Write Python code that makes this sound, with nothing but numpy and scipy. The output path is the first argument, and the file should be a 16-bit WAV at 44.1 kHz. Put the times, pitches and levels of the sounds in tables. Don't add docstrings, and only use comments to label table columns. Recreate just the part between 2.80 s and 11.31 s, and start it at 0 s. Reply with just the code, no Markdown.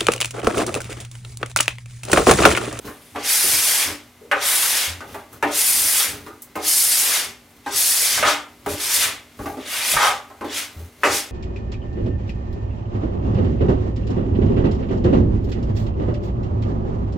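import sys
import numpy as np
from scipy import signal
from scipy.fft import rfft, irfft, next_fast_len
from scipy.io import wavfile

SR = 44100
rng = np.random.default_rng(int(sys.argv[2]) if len(sys.argv) > 2 else 0)


def int16_out(signal):
    q = np.round(np.clip(np.atleast_2d(signal).T, -1, 1) * 32767)
    wavfile.write(sys.argv[1], SR, q.astype(np.int16))


N = 375291
TIME = np.arange(N) / SR

# frequency in Hz, relative level in dB.
AIR = [(30, -36), (60, -1), (110, -10), (195, -13.5), (245, -8), (330, -13), (750, -8.5), (1700, -13.5),
       (2080, -13.5), (2600, -14), (5000, -19), (14000, -22), (16000, -39)]
AIR_DB = -54.2
# frequency in Hz, rms level in dB.
HUM = [(121, -71), (242, -58.5), (2040, -67), (2159, -70)]

# frequency in Hz, reverberation time in s.
ROOM_T60 = [(100, 0.12), (400, 0.43), (1500, 0.3249), (5000, 0.1457), (14000, 0.1421)]
# frequency in Hz, side minus mid in dB.
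ROOM_SIDE = [(60, -35), (125, -23), (270, -19.5), (600, -13.5), (1100, -10.5), (2500, -8), (6000, -7.5),
             (13000, -11.5)]

# frequency in Hz, width in Hz, gain in dB.
BOARD = [(293.1, 10.3, 15.5), (411, 30, 6.5), (590, 43, 5), (807, 48, 7), (913, 60, -1), (1045, 9.3, 6.5),
         (1165, 33, 5.5), (1238, 47, 9.5), (1378, 41, 2), (1476, 25, 4), (1575, 23, 3), (1980, 17, -12),
         (2520, 56, -15), (2860, 29, -2)]
BOARD_WASH_DB = 2
# frequency in Hz, relative level in dB.
SHAKE = [(25, -28), (50, -9.5), (80, 6.5), (125, -3), (155, -3.5), (195, -14.5), (290, -13), (450, -18.5),
         (900, -27.5)]
# time of the height in s, half length in s, level in dB.
LURCHES = [(0.08, 0.047, -37), (0.706, 0.07, -36.5), (1.098, 0.04, -37), (2.33, 0.05, -39),
           (2.55, 0.03, -43), (3.01, 0.07, -39), (3.36, 0.1, -39.5), (4.48, 0.03, -45), (4.95, 0.04, -45),
           (5.43, 0.05, -34), (5.926, 0.045, -36), (6.26, 0.067, -44), (6.67, 0.055, -36),
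           (7.16, 0.03, -34), (7.29, 0.05, -41), (8.003, 0.06, -43.5), (8.286, 0.045, -35)]
TREMBLE_DB, TREMBLE_SWAY_DB = -53.5, 1.5
JOLT_DB, JOLT_S = -19, 0.097
# start in seconds, level in dB.
THUMPS = [(6.598, -33), (7.138, -34), (7.156, -37.5)]
# start in seconds, end in seconds, level in dB, slips per second.
GROANS = [(2.077, 2.196, -31, 85), (7.964, 8.067, -30, 83)]

# start in seconds, end in seconds, level in dB, skips per second, tone centre in Hz.
CHATTER = [(5.43, 5.52, -17, 260, 1280), (7.192, 7.267, -10.5, 220, 1110)]
# start in
# seconds, woody body in dB, hard clack in dB, weight of the hands behind it in dB.
KNOCKS = [(0.046, -40, -42.5, -36), (0.074, -31, -34, -41), (0.349, -29.5, -38.5, -34),
          (0.359, -19, -25, -28.5), (0.64, -38, -60, -31), (1.074, -28.5, -32.5, -32),
          (1.41, -56, -66, -39.5), (1.514, -10.5, -10.5, -27), (2.206, -30, -31, -37),
          (2.344, -24.5, -32, -33), (2.53, -44, -45, -46), (2.626, -8, -12.5, -17.5),
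          (3.464, -33, -34, -35), (3.755, -17.5, -25.5, -24.5), (4.862, -17.5, -23.5, -28),
          (5.377, -21, -20.5, -37), (5.427, -10.5, -11.5, -34), (5.451, -17.5, -15, -26),
          (5.862, -16.5, -24, -20.5), (6.591, -27, -41, -29.5), (6.658, -19.5, -28.5, -26.5),
          (6.77, -30, -39.5, -27), (7.137, -20.5, -31, -40), (7.165, -14.5, -12, -36), (7.5, -35, -47, -45),
          (7.61, -22, -35, -26), (7.644, -29, -34, -27), (8.234, -9, -9, -18), (8.268, -14, -26, -21)]
CLICK_DB, CLICK_GROWTH = -26, 0.68
# start in seconds, level in dB.
TICKS = [(2.345, -45), (2.528, -46), (3.620, -36), (3.757, -39), (5.862, -39)]

# start in s, at full speed in s, starts to slow in s, hiss of breaking wax in dB, ring of the blade
# in dB, rasp of the edge in dB, hiss lost by the end as the wax runs thin in dB, rasp gained by the end as the
# edge drags in dB.
STROKES = [(0.0, 0.07, 0.34, -55, -63, -56, 0, 0), (0.408, 0.497, 0.993, -18.7, -23.2, -27.7, 2.3, 4),
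           (1.578, 1.662, 2.012, -19, -26.2, -25.5, 6.5, 0.5), (2.24, 2.3, 2.39, -59, -66, -54, 0, 0),
           (2.686, 2.776, 3.203, -18, -25, -29.5, 1.5, 4.7),
           (3.799, 3.884, 4.346, -17.8, -24.4, -32, 5.3, 8.5),
           (4.888, 4.981, 5.335, -18.5, -23.2, -30.5, 5.8, 5), (5.43, 5.48, 5.493, -33.5, -29, -24, 0, 0),
           (5.862, 5.89, 5.92, -34.5, -42, -43, 0, 0), (5.95, 6.025, 6.05, -26.5, -32, -35, 0, 0),
           (6.04, 6.135, 6.228, -19.7, -24.8, -29.5, 4, 7.5), (6.45, 6.6, 6.82, -59, -63, -59, 0, 0),
           (6.823, 6.928, 6.975, -29.5, -35.5, -32.7, 0, 0),
           (6.96, 7.095, 7.115, -21.7, -26.7, -26.3, 0, 0), (7.165, 7.235, 7.263, -31, -29.5, -23.5, 0, 0),
           (7.68, 7.775, 7.782, -30.3, -31, -30.5, 0, 0), (8.233, 8.243, 8.255, -45, -34, -42, 0, 0),
           (8.275, 8.345, 8.354, -25.5, -26, -28.7, 0, 0)]
# frequency in Hz, relative level in dB.
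HISS = [(2500, -39.5), (5500, -16), (7600, -7), (8700, -2), (9700, 0.5), (10700, -2.8), (11800, -2.5),
        (13100, -6), (14300, -10), (16000, -11.5)]
# frequency in Hz, relative level in dB.
BLADE = [(2000, -30.5), (4350, -5), (5000, -1), (5700, -2.5), (6800, -4.5), (8500, -6), (14000, -22.5)]
# frequency in Hz, relative level in dB.
RASP = [(190, -26.5), (300, -16), (700, -9), (1200, -7), (1700, -2.5), (2100, 1.5), (2700, -0.5),
        (3450, 1.5), (4200, -4), (7000, -10), (15000, -34)]
SWELL_POWERS = [1.95, 1.45, 0.8]
FADES_DB_PER_S = [258, 200, 186]
THINNING_CURVE = 3.2
BITE_DB, BITE_S = 4, 0.051
BRAKE_SHARE = 0.1
CREEP_DB, CREEP_S = -17, 0.03

LEFT_DB = 0.54
TOP_HZ = 15850


def undb(db):
    return 10 ** (np.asarray(db) / 20)


def unit(x):
    return x / np.sqrt(np.mean(x ** 2) + 1e-20)


def on_log_axis(points, size):
    hz, value = np.transpose(points)
    bins_hz = np.fft.rfftfreq(size, 1 / SR)
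    return np.interp(np.log(bins_hz + 1), np.log(hz), value)


def colour(x, points, size=4096):
    cepstrum = irfft(np.log(undb(on_log_axis(points, size))))
    cepstrum[1:size // 2] *= 2
    cepstrum[size // 2 + 1:] = 0
    response = irfft(np.exp(rfft(cepstrum)))
    return signal.fftconvolve(x, response)[:len(x)]


def cut(x, hz, kind, order):
    sections = signal.butter(order, min(hz, SR / 2 - 1), kind, fs=SR, output="sos")
    return signal.sosfilt(sections, x + 1e-18)


def walk(rate):
    return np.interp(TIME * rate, np.arange(N // 10), rng.standard_normal(N // 10))


def grains(rate, spread_db):
    present = rng.random(N) < rate / SR
    sign = rng.choice([-1, 1], N)
    size = undb(spread_db * rng.standard_normal(N))
    return unit(present * sign * size)


def slips(seconds, rate, jitter, spread_db, size=26000, count=64):
    gap, strength = rng.standard_normal((count, 2)).T
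    periods = np.exp(jitter * gap) / rate
    times = np.cumsum(periods) - periods[0]
    keep = times < seconds
    return np.bincount((times[keep] * SR).astype(int), undb(spread_db * strength[keep]), size)


def workshop(direct_db, early_db, early_s, size=24576):
    t = np.arange(size) / SR
    sparse = rng.standard_normal((2, size)) * (rng.random((2, size)) < 1 / 100) * 10
    early = undb(early_db) * sparse * np.exp(-t / early_s)
    echoes = rfft(rng.standard_normal((2, size)) + early)
    tail = 0
    for k, (_, t60) in enumerate(ROOM_T60):
        share = on_log_axis([(hz, j == k) for j, (hz, _) in enumerate(ROOM_T60)], size)
        tail = tail + irfft(echoes * share) * np.exp(-np.log(1000) * t / t60)
    mid, side = (unit(part) / np.sqrt(size) for part in tail)
    mid = mid + undb(direct_db) * (t == 0)
    side = colour(side, ROOM_SIDE)
    return np.array([mid + side, mid - side]) / np.linalg.norm(mid)


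def heard(x, room):
    return signal.fftconvolve(x[None], room, axes=1)[:, :len(x)]


def burst(x, room, db):
    wet = heard(x, room)
    energy = np.sum(np.mean(wet ** 2, axis=0))
    return wet * undb(db) * np.sqrt(.03 * SR / energy)


def add(out, s, sound):
    start = max(round(s * SR), 0)
    out[:, start:start + sound.shape[1]] += sound[:, :N - start]


def scattered(x, spots, size=200):
    step, within = np.divmod(np.arange(N), size)
    place = np.cumsum(rng.integers(1, len(spots), size=N // size + 2)) % len(spots)
    angle = np.pi / 2 * within / size
    leaving, arriving = x * np.cos(angle), x * np.sin(angle)
    now, later = place[step], place[step + 1]
    length = next_fast_len(N + spots[0].shape[1], True)
    spectrum = 0
    for k, room in enumerate(spots):
        at_spot = leaving * (now == k) + arriving * (later == k)
        spectrum = spectrum + rfft(at_spot, length) * rfft(room, length)
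    return irfft(spectrum, length)[:, :N]


def board(force):
    rings = 0
    for hz, width, db in BOARD:
        rings = rings + undb(db) * signal.lfilter(*signal.iirpeak(hz, hz / width, SR), force + 1e-18)
    return rings + undb(BOARD_WASH_DB) * force


def contact(force, low_hz, high_hz):
    return cut(cut(force, high_hz, "low", order=4), low_hz, "high", order=4)


def background():
    mid, side = (unit(colour(rng.standard_normal(N), AIR)) for _ in range(2))
    side = colour(side, ROOM_SIDE)
    hum = 0
    for hz, db in HUM:
        phase = 2 * np.pi * hz * TIME + 0.74 * walk(13)
        hum = hum + undb(db) * np.sqrt(2) * np.sin(phase)
    return undb(AIR_DB) * np.array([mid + side, mid - side]) + hum


def shudder():
    power = undb(TREMBLE_DB + TREMBLE_SWAY_DB * walk(6.4)) ** 2
    for s, _, _, weight_db in KNOCKS:
        decay = (TIME > s) * np.exp(-np.abs(TIME - s) / JOLT_S)
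        power += (undb(weight_db + JOLT_DB) * decay) ** 2
    for s, half_s, db in LURCHES:
        power += undb(db) ** 2 * np.exp(-((TIME - s) / half_s) ** 2)
    return np.sqrt(power)


def vices(spots, groan_t60=0.76, size=26000):
    shaking = board(colour(grains(rate=420, spread_db=4), SHAKE))
    out = shudder() * unit(heard(shaking, spots[0]))
    t = np.arange(size) / SR
    for room, (start, db) in zip(spots, THUMPS):
        bump = cut(cut(1. * (t == 0), 115, "low", order=3), 46, "high", order=3)
        add(out, start, burst(bump, room, db))
    for start, end, db, rate in GROANS:
        settling = np.exp(-np.log(1000) * t / groan_t60)
        force = slips(end - start, rate, jitter=0.052, spread_db=5.5) * settling
        flex = signal.lfilter(*signal.iirpeak(rate, 4, SR), cut(force, 120, "low", order=2))
        add(out, start, burst(flex, np.ones((2, 1)), db))
    return out


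def chatter(spots):
    out = np.zeros((2, N))
    for room, (start, end, db, rate, hz) in zip(spots, CHATTER):
        ringing = board(slips(end - start, rate, jitter=.5, spread_db=1.5))
        add(out, start, burst(contact(ringing, 0.61 * hz, 1.39 * hz), room, db))
    return out


def knocks(spots, body_db=-3.5, weight_db=-1, clack_db=0, settle=.22, settle_s=.012,
           reach_hz=2600, db_per_octave=70, size=26000):
    out, t = np.zeros((2, N)), np.arange(size) / SR
    plastic_tone = [(1200, -9.5), (3500, 3), (6000, -1.5), (11000, -4.5), (16000, -19)]  # (Hz, dB)
    for k, (s, body, clack, weight) in enumerate(KNOCKS):
        room = spots[k % len(spots)]
        rattle = rng.standard_normal(size) * (rng.random(size) < 1 / 20) * np.exp(-t / settle_s)
        ring = board((t == 0) + settle * rattle)
        highest_hz = reach_hz * 2 ** (clack / db_per_octave)
        add(out, s, burst(contact(ring, 258, 480), room, weight + weight_db))
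        add(out, s, burst(contact(ring, 512, 1140), room, body + body_db))
        add(out, s, burst(contact(ring, 843, highest_hz), room, clack + clack_db))
        plastic = colour((t == 0) + 0.11 * rattle, plastic_tone)
        add(out, s, burst(plastic, room, CLICK_DB + CLICK_GROWTH * clack))
    return out


def plastic_clicks(spots, size=26000):
    out, impulse = np.zeros((2, N)), 1. * (np.arange(size) == 0)
    for room, (s, db) in zip(spots, TICKS):
        add(out, s, burst(cut(impulse, 7000, "high", order=3), room, db))
    return out


def stroke(start, full, slows, hiss_db, blade_db, rasp_db, thin_db, drag_db):
    t, length = TIME - start, slows - start
    creep = undb(CREEP_DB) * np.exp(-(t / CREEP_S) ** 2)
    push = np.maximum(np.clip(t / (full - start), 0, 1), creep)
    ease = BRAKE_SHARE * length
    braking_s = np.hypot(np.maximum(t - length, 0), ease) - ease
    bare = np.clip(t / length, 0, 1) ** THINNING_CURVE
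    bite = BITE_DB * np.exp(-np.maximum(t - BITE_S, 0) / BITE_S)
    levels = [hiss_db - thin_db * bare, blade_db + bite, rasp_db + bite + drag_db * bare]
    return np.array([push ** power * undb(db - fade * braking_s)
                     for db, power, fade in zip(levels, SWELL_POWERS, FADES_DB_PER_S)])


def scraping(spots, hiss_db=1.0, blade_db=1, rasp_db=-0.5, board_share=0.26, grip_db=2):
    gains = sum(stroke(*row) for row in STROKES)
    grip = undb(grip_db * walk(400))
    hiss = unit(colour(grains(rate=20000, spread_db=4.0) * grip, HISS))
    blade = unit(colour(grains(rate=12000, spread_db=4.0) * grip, BLADE))
    drag = colour(grains(rate=6000, spread_db=2.5) * grip, RASP)
    rasp = unit(unit(drag) + board_share * unit(board(drag)))
    layers = np.array([undb(hiss_db) * hiss, undb(blade_db) * blade, undb(rasp_db) * rasp])
    return scattered(np.sum(gains * layers, axis=0), spots)


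def scene(count=12):
    spots = [workshop(direct_db=-11.5, early_db=-4.5, early_s=0.017) for _ in range(count)]
    contacts = chatter(spots) + knocks(spots) + plastic_clicks(spots)
    return background() + vices(spots) + contacts + scraping(spots)


def record(dry):
    rounded = dry / (1 + dry ** 4) ** (1 / 4)
    balance = undb(np.array([[LEFT_DB], [-LEFT_DB]]) / 2)
    top_cut = signal.ellip(10, .2, 80, TOP_HZ, fs=SR, output="sos")
    return signal.sosfilt(top_cut, rounded * balance)


dry = scene()
out = record(dry)
int16_out(out)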